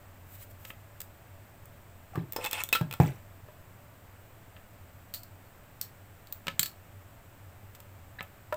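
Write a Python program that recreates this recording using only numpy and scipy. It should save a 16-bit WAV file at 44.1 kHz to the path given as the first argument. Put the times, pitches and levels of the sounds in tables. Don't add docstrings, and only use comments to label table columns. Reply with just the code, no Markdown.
import sys
import numpy as np
from scipy import signal
from scipy.fft import rfft, irfft
from scipy.io import wavfile

SR = 44100
rng = np.random.default_rng(int(sys.argv[2]) if len(sys.argv) > 2 else 0)


def store_pcm(level_fs):
    pcm = np.round(np.clip(level_fs, -1, 1) * 32767).astype(np.int16)
    wavfile.write(sys.argv[1], SR, np.atleast_2d(pcm).T)


N = 377496
TIME = np.arange(N) / SR
FADE_DB = 40
CUTOFF_HZ = 16200

# start_s, level_db, treble_db, pitch_hz (resonance of the contact point)
BLADE_CATCHES = [(2.3225, -22, 3.5, 15800), (2.3325, -18, -9, 14200), (2.443, -7.5, -9, 3560),
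                 (2.449, -2.5, -12, 840), (2.4599, -11, -3.5, 3500), (2.5112, -18, 5, 3200),
                 (2.5301, -3.5, -4, 3510), (2.6365, -14.5, 6.5, 3320), (2.689, -17, 0, 3640),
                 (2.9111, -8.5, -12, 2560), (2.926, -9, -9.5, 2450), (2.9377, -8, -10, 1364)]
# start_s, level_db, bass_db, treble_db, crack_t60_s, pitch_hz
BLADE_CRUNCHES = [(2.3622, -7.5, 9.5, -5.5, 0.036, 5230), (2.385, -19.5, 18.5, -21, 0.21, 511),
                  (2.7269, 7, -5, -9.5, 0.03, 2580), (2.732, 1, -14, -8.5, 0.11, 3910),
                  (2.7502, 9, -10, -18.5, 0.083, 1340)]
# start_s, length_s, end_level_db, swell_db
BLADE_PUSHES = [(2.412, .058, -37.5, 13.5), (2.525, 0.092, -39.5, 5)]
# pitch_hz, level_db
GRIND_COLOUR = [(150, -11), (500, -3), (1000, 6), (1700, 1.5), (2700, 8), (3600, -5), (5000, -7.5),
                (9000, -8), (15000, -22)]
# pitch_hz, level_db (above the crack), t60_s
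BLADE_MODES = [(500, 7, .1), (899, 9, .1), (1062, 8, .1), (1357, 10, .16), (1785, 6, .12), (2212, 6, .1),
               (2560, 6, .1), (2602, 6, .08), (3252, 8, .08), (3500, 7, .04), (4058, 8, .06),
               (5281, 5, .05), (9022, 6, .06), (12290, 6, .06)]
GRIND_RING_DB = 3


def blade():
    pushes = [stroke(*row, attack_s=.045, release_s=0.025) for row in BLADE_PUSHES]
    grind = sum(friction(push, GRIND_COLOUR, slips_per_s=11000, uneven_db=4.5, q=7.7) for push in pushes)
    singing = sum(resonance(grind, hz, q=23) for hz, _, _ in BLADE_MODES)
    grind = grind + from_db(GRIND_RING_DB) * singing

    start_s, level_db, treble_db, pitch_hz = np.transpose(BLADE_CATCHES)
    hits = contacts(start_s, level_db, bass_db=-2.5, treble_db=treble_db, t60=0.0091, spot_hz=pitch_hz)
    hits = hits + BLADE_CRUNCHES
    catches = struck(hits, BLADE_MODES, bass_hz=680, treble_hz=6800, spot_db=18.5, spot_q=36.5)
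    catches = highpass(catches, order=2, hz=250)
    return room(grind + catches, wet_db=-11.0)


# start_s, level_db, bass_db, pitch_hz
BOARD_BLOWS = [(2.1555, -16, 16.5, 1090), (2.1755, -26, 39.5, 403), (2.811, -12, 24, 136),
               (3.0, -6, 33, 820), (3.014, -14.5, 30.5, 138), (3.103, -28, 0, 785)]
# pitch_hz, level_db (above the crack), t60_s
BOARD_MODES = [(137, 12, .19), (168, 12, .11), (214, 3, .17), (360, 4, .08), (481, 3, .16), (614, 6, .2),
               (750, 6, .12), (817, 11, .11), (885, 10, .08), (1632, 8, .16), (1790, 7, .18)]
# pitch_hz, level_db
RATTLE_COLOUR = [(300, 16), (900, -6), (2500, 6.5), (4500, -8.5), (15000, -17)]
BOARD_SHARE_DB = -46
RATTLE_DB, RATTLE_RISE_S = -37.5, 0.01
RATTLE_END_S = 0.38


def board():
    start_s, level_db, bass_db, pitch_hz = np.transpose(BOARD_BLOWS)
    blows = contacts(start_s, level_db, bass_db, treble_db=-13, t60=0.024, spot_hz=pitch_hz)
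    stop_s = start_s[np.argmax(level_db)]

    start_s, level_db = np.transpose([row[:2] for row in CARD_CONTACTS + CLIP_DROP])
    landings = contacts(start_s, level_db + BOARD_SHARE_DB, bass_db=33, treble_db=-13, t60=0.03, spot_hz=190)
    boom = struck(blows + landings, BOARD_MODES, bass_hz=126, treble_hz=7150, spot_db=17.5, spot_q=8.2)
    boom = highpass(boom, order=3, hz=104)

    shaking = [(stop_s, RATTLE_DB - FADE_DB),
               (stop_s + RATTLE_RISE_S, RATTLE_DB),
               (stop_s + RATTLE_END_S, RATTLE_DB - 60)]
    rattle = friction(shaking, RATTLE_COLOUR, slips_per_s=3800, uneven_db=7.0, q=15.0)
    return room(boom + rattle, wet_db=-8)


# start_s, level_db, treble_db, pitch_hz, buzz_db (jaws, relative to the snap)
CLIP_SNAPS = [(5.1387, -13.5, -4.5, 4400, -2.5), (5.2331, -31, 4.5, 4660, -12), (5.8128, -13, 1, 5500, -9),
              (6.271, -30, -7, 4400, -18), (6.3247, -18, -4, 15100, -28)]
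# pitch_hz, level_db (above the crack), t60_s
CLIP_MODES = [(1314, 6, .12), (1720, 7, .03), (3930, 9, .06), (4230, 10, .07), (4344, 7, .13),
              (4495, 7, .09), (7200, 4, .02), (8250, 4, .04), (11610, 6, .02), (14400, 6, .03),
              (14520, 10, .17), (14580, 4, .12), (15200, 2, .02)]
BUZZ_DELAY_S, BUZZ_T60_S = .006, 0.15
HANDLE_HZ, JAW_HZ = 8020, 4400


def binder_clip():
    held = np.array(CLIP_MODES) * [1, 1, .25] - [0, 4, 0]
    start_s, level_db, treble_db, pitch_hz, buzz_db = np.transpose(CLIP_SNAPS)
    clicks = contacts(start_s, level_db, bass_db=-17, treble_db=treble_db, t60=0.014, spot_hz=pitch_hz)
    buzzes = contacts(start_s + BUZZ_DELAY_S, level_db + buzz_db, bass_db=-11, treble_db=0.0,
                      t60=BUZZ_T60_S, spot_hz=JAW_HZ)
    snaps = struck(clicks + buzzes, held, bass_hz=700, treble_hz=14300, spot_db=14.5, spot_q=15.0)
    drop = struck(bounces(), CLIP_MODES, bass_hz=716, treble_hz=9300, spot_db=9.5, spot_q=27.0)
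    return room(snaps + drop, wet_db=-10.0)


CLIP_DROP = [(6.594, 8)]
BOUNCE_GAP_S, BOUNCE_KEEPS, BOUNCE_LOSS_DB = .0359, .8, 7.5
DROP_CRACK_S, CRACK_GROWTH = 0.011, 1.8


def bounces(count=3):
    (start_s, level_db), = CLIP_DROP
    k = np.arange(count)
    flights = BOUNCE_GAP_S * BOUNCE_KEEPS ** k
    landing_s = start_s + np.cumsum(flights) - flights
    return contacts(landing_s, level_db - BOUNCE_LOSS_DB * k, bass_db=-14.5, treble_db=-7,
                    t60=DROP_CRACK_S * CRACK_GROWTH ** k, spot_hz=np.where(k == 0, HANDLE_HZ, JAW_HZ))


# start_s, level_db, treble_db, crack_t60_s
CARD_CONTACTS = [(0.6502, -11.5, -15, 0.023), (0.7033, -6.5, -55, 0.014), (1.0032, -15, -1, 0.028),
                 (1.0153, -19, -1, 0.012), (1.655, -41.5, 12, 0.017), (4.5631, -17.5, -41, 0.044),
                 (6.4689, -0.5, -25, 0.012), (6.4811, 7, -30.5, .015), (7.7487, -20, -9, .05),
                 (7.802, -22.5, -6.5, 0.018), (8.2076, -1.5, -40, 0.0054), (8.2268, -43.5, 19.5, 0.014),
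                 (8.5418, -17, -11, 0.016)]
# pitch_hz, level_db (above the crack), t60_s
CARD_MODES = [(548, 11.5, 0.095), (1295, 11.8, 0.068), (1727, 11, 0.09), (2620, 2, 0.14), (3630, 0.97, 0.1)]
# start_s, level_db, bass_db, crack_t60_s, pitch_hz
SOFT_KNOCKS = [(3.485, -34, 18.5, .03, 620), (8.5249, -10, 16, .035, 1380)]
# pitch_hz, level_db (above the crack), t60_s
KNOCK_MODES = [(608, 19.4, 0.13), (980, 14, 0.19), (1270, 7.5, 0.018), (1754, 14.4, 0.04),
               (2610, 12.7, 0.035)]
# start_s, length_s, end_level_db
CARD_SLIDES = [(0.279, 0.078, -55.5), (0.386, 0.044, -52), (0.494, 0.016, -59.5), (0.604, .10, -55.5)]
# pitch_hz, level_db
SLIDE_COLOUR = [(500, -26), (2000, 9.5), (5000, 3.5), (9000, 5.5), (14000, 9.5)]
# start_s, length_s, end_level_db
SCUFFS = [(2.135, 0.053, -53), (8.189, 0.018, -49)]
# pitch_hz, level_db
SCUFF_COLOUR = [(150, -48), (700, 17), (2000, 7), (4000, 1), (7000, -17), (15000, -45)]
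SLIDE_SWELL_DB = 11.5


def cards():
    start_s, level_db, treble_db, crack_t60_s = np.transpose(CARD_CONTACTS)
    edges = contacts(start_s, level_db, bass_db=-9.5, treble_db=treble_db, t60=crack_t60_s, spot_hz=2600)
    ticks = struck(edges, CARD_MODES, bass_hz=695, treble_hz=10700, spot_db=-13.5, spot_q=2.7)

    start_s, level_db, bass_db, crack_t60_s, pitch_hz = np.transpose(SOFT_KNOCKS)
    taps = contacts(start_s, level_db, bass_db, treble_db=-16, t60=crack_t60_s, spot_hz=pitch_hz)
    knocks = struck(taps, KNOCK_MODES, bass_hz=706, treble_hz=8000, spot_db=9.0, spot_q=17.0)
    knocks = highpass(knocks, order=4, hz=450)

    slide_strokes = [stroke(*row, SLIDE_SWELL_DB, attack_s=.08, release_s=0.056) for row in CARD_SLIDES]
    slide = sum(friction(curve, SLIDE_COLOUR, slips_per_s=26000, uneven_db=1.5, q=5.3)
                for curve in slide_strokes)
    scuff_strokes = [stroke(*row, swell_db=-6.5, attack_s=0.01, release_s=0.091) for row in SCUFFS]
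    scuffs = sum(friction(curve, SCUFF_COLOUR, slips_per_s=16000, uneven_db=16.0, q=30)
                 for curve in scuff_strokes)
    return room(ticks + knocks + slide + scuffs, wet_db=-11.5)


# pitch_hz, level_db (per Hz)
AIR_COLOUR = [(20, 12), (60, 4), (95, 6), (140, 0), (250, 0.5), (420, -4), (620, -0.5), (1000, -3.5),
              (1600, -4.5), (2600, -9), (4200, -17), (7000, -19), (15000, -21)]


def background():
    air = from_db(-57) * rms_one(coloured(rng.standard_normal(N), AIR_COLOUR))
    low_drone = drone(hz=96.3, width_hz=11.6, db=-55.5)
    upper_drones = drone(hz=581.0, width_hz=4.7, db=-72) + drone(hz=671, width_hz=3.4, db=-75.0)
    return air + low_drone + upper_drones


def drone(hz, width_hz, db):
    radius = np.exp(-np.pi * width_hz / SR)
    poles = [1, -2 * radius * np.cos(2 * np.pi * hz / SR), radius * radius]
    noise = rng.standard_normal(N + SR)
    settled = signal.lfilter([1, 0, -1], poles, noise)[SR:]
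    return from_db(db) * rms_one(settled)


# pitch_hz, t60_s
ROOM_T60 = [(100, 0.29), (500, 0.26), (2000, 0.19), (8000, 0.2), (16000, 0.19)]


def room(x, wet_db, build_s=0.0042):
    t, tail = TIME[:SR // 2], 0
    edges = np.geomspace(40, 18000, 9)
    for low, high in zip(edges, edges[1:]):
        bandpass = signal.butter(2, [low, high], "band", fs=SR, output="sos")
        band = signal.sosfilt(bandpass, rng.standard_normal(len(t)))
        t60 = at_hz(ROOM_T60, np.sqrt(low * high))
        tail = tail + band * from_db(-60 * t / t60)
    tail = tail * (1 - np.exp(-(t / build_s) ** 2))
    echoes = signal.fftconvolve(x, tail / np.linalg.norm(tail))[:N]
    return x + from_db(wet_db) * echoes


def contacts(s, db, bass_db, treble_db, t60, spot_hz):
    return list(np.broadcast(s, db, bass_db, treble_db, t60, spot_hz))


def struck(hits, modes, bass_hz, treble_hz, spot_db, spot_q):
    out, t = np.zeros(N + SR), TIME[:SR // 3]
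    for s, db, bass_db, treble_db, t60, spot_hz in hits:
        tilt = [(bass_hz, bass_db), (3000, 0), (treble_hz, treble_db)]
        burst = crack(t60, t)
        burst = burst + from_db(spot_db) * resonance(burst, spot_hz, spot_q)
        blow = coloured(burst + ringing(modes, t), tilt)
        start = round(s * SR)
        out[start:start + len(t)] += from_db(db) * blow
    return out[:N]


FORCE_HZ = 400


def crack(t60, t):
    fade = from_db(-60 * t / max(t60, .002)) * (1 - np.exp(-t / .0007)) + 1e-18
    spectrum = rfft(rng.standard_normal(len(t)) * fade)
    evened = spectrum / np.sqrt(np.abs(spectrum) + 1e-12)
    burst = irfft(evened, len(t)) * fade ** .1
    push = signal.lfilter(*signal.butter(2, FORCE_HZ, fs=SR), signal.unit_impulse(len(t)) + 1e-18)
    ragged = signal.lfilter(*signal.butter(2, FORCE_HZ, "high", fs=SR), burst / np.linalg.norm(burst))
    return push + ragged


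def ringing(modes, t):
    hz, db, t60 = np.transpose(modes)[:, :, None]
    damping = np.log(1000) / t60
    strength = from_db(db + 2 * rng.standard_normal(db.shape))
    height = strength * 2 * damping / SR
    return np.sum(height * np.exp(-damping * t) * np.sin(2 * np.pi * hz * t), axis=0)


def stroke(start, length, db, swell_db, attack_s, release_s):
    end = start + length
    return [(start - attack_s, db - swell_db - FADE_DB),
            (start, db - swell_db),
            (end, db),
            (end + release_s, db - FADE_DB)]


def friction(curve, colour, slips_per_s, uneven_db, q, count=28):
    s, db = np.transpose(curve)
    out, t = np.zeros(N), TIME[(TIME >= s[0]) & (TIME < s[-1])]
    grain_rng = np.random.default_rng(rng.integers(2 ** 31))
    chance, size, sign, pitch = grain_rng.random((len(t), 4)).T
    height = from_db(-abs(uneven_db) * np.log(size + .02))
    slips = (chance < slips_per_s / SR) * height * np.sign(sign - .5)
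    pitches = np.geomspace(400, 15000, count)
    choice = np.floor(pitch * count)
    grains = sum(resonance(slips * (choice == k), hz, q) for k, hz in enumerate(pitches))
    rub = rms_one(coloured(grains, colour)) * from_db(np.interp(t, s, db))
    out[np.searchsorted(TIME, s[0]):][:len(t)] = rub
    return out


def resonance(x, hz, q):
    return signal.lfilter(*signal.iirpeak(min(hz, CUTOFF_HZ), max(q, 1), fs=SR), x + 1e-18)


def highpass(x, order, hz):
    return signal.sosfilt(signal.butter(order, hz, "high", fs=SR, output="sos"), x)


def coloured(x, points):
    size = 2 ** 13
    gain = from_db(at_hz(points, np.fft.rfftfreq(size, 1 / SR)))
    cepstrum = irfft(np.log(gain))
    cepstrum[1:size // 2] *= 2
    cepstrum[size // 2 + 1:] = 0
    impulse = irfft(np.exp(rfft(cepstrum)))[:size // 2]
    return signal.oaconvolve(x, impulse)[:len(x)]


def at_hz(points, hz):
    f, value = np.transpose(points)
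    return np.interp(np.log(hz + 1), np.log(f), value)


def from_db(db):
    return 10 ** (np.asarray(db) / 20)


def rms_one(x):
    return x / np.sqrt(np.mean(x ** 2) + 1e-20)


def scene():
    return (blade() + board() + binder_clip() + cards() + background())[None]


# pitch_hz, level_db
MICROPHONE = [(1000, 1), (6300, -2), (8000, 6.5), (9500, -3), (12500, 2.5), (14800, 13), (16000, -5)]


def record(dry):
    heard = coloured(dry[0], MICROPHONE)
    return signal.sosfilt(signal.ellip(10, .2, 70, CUTOFF_HZ, fs=SR, output="sos"), heard)[None]


dry = scene()
out = record(dry)
store_pcm(out)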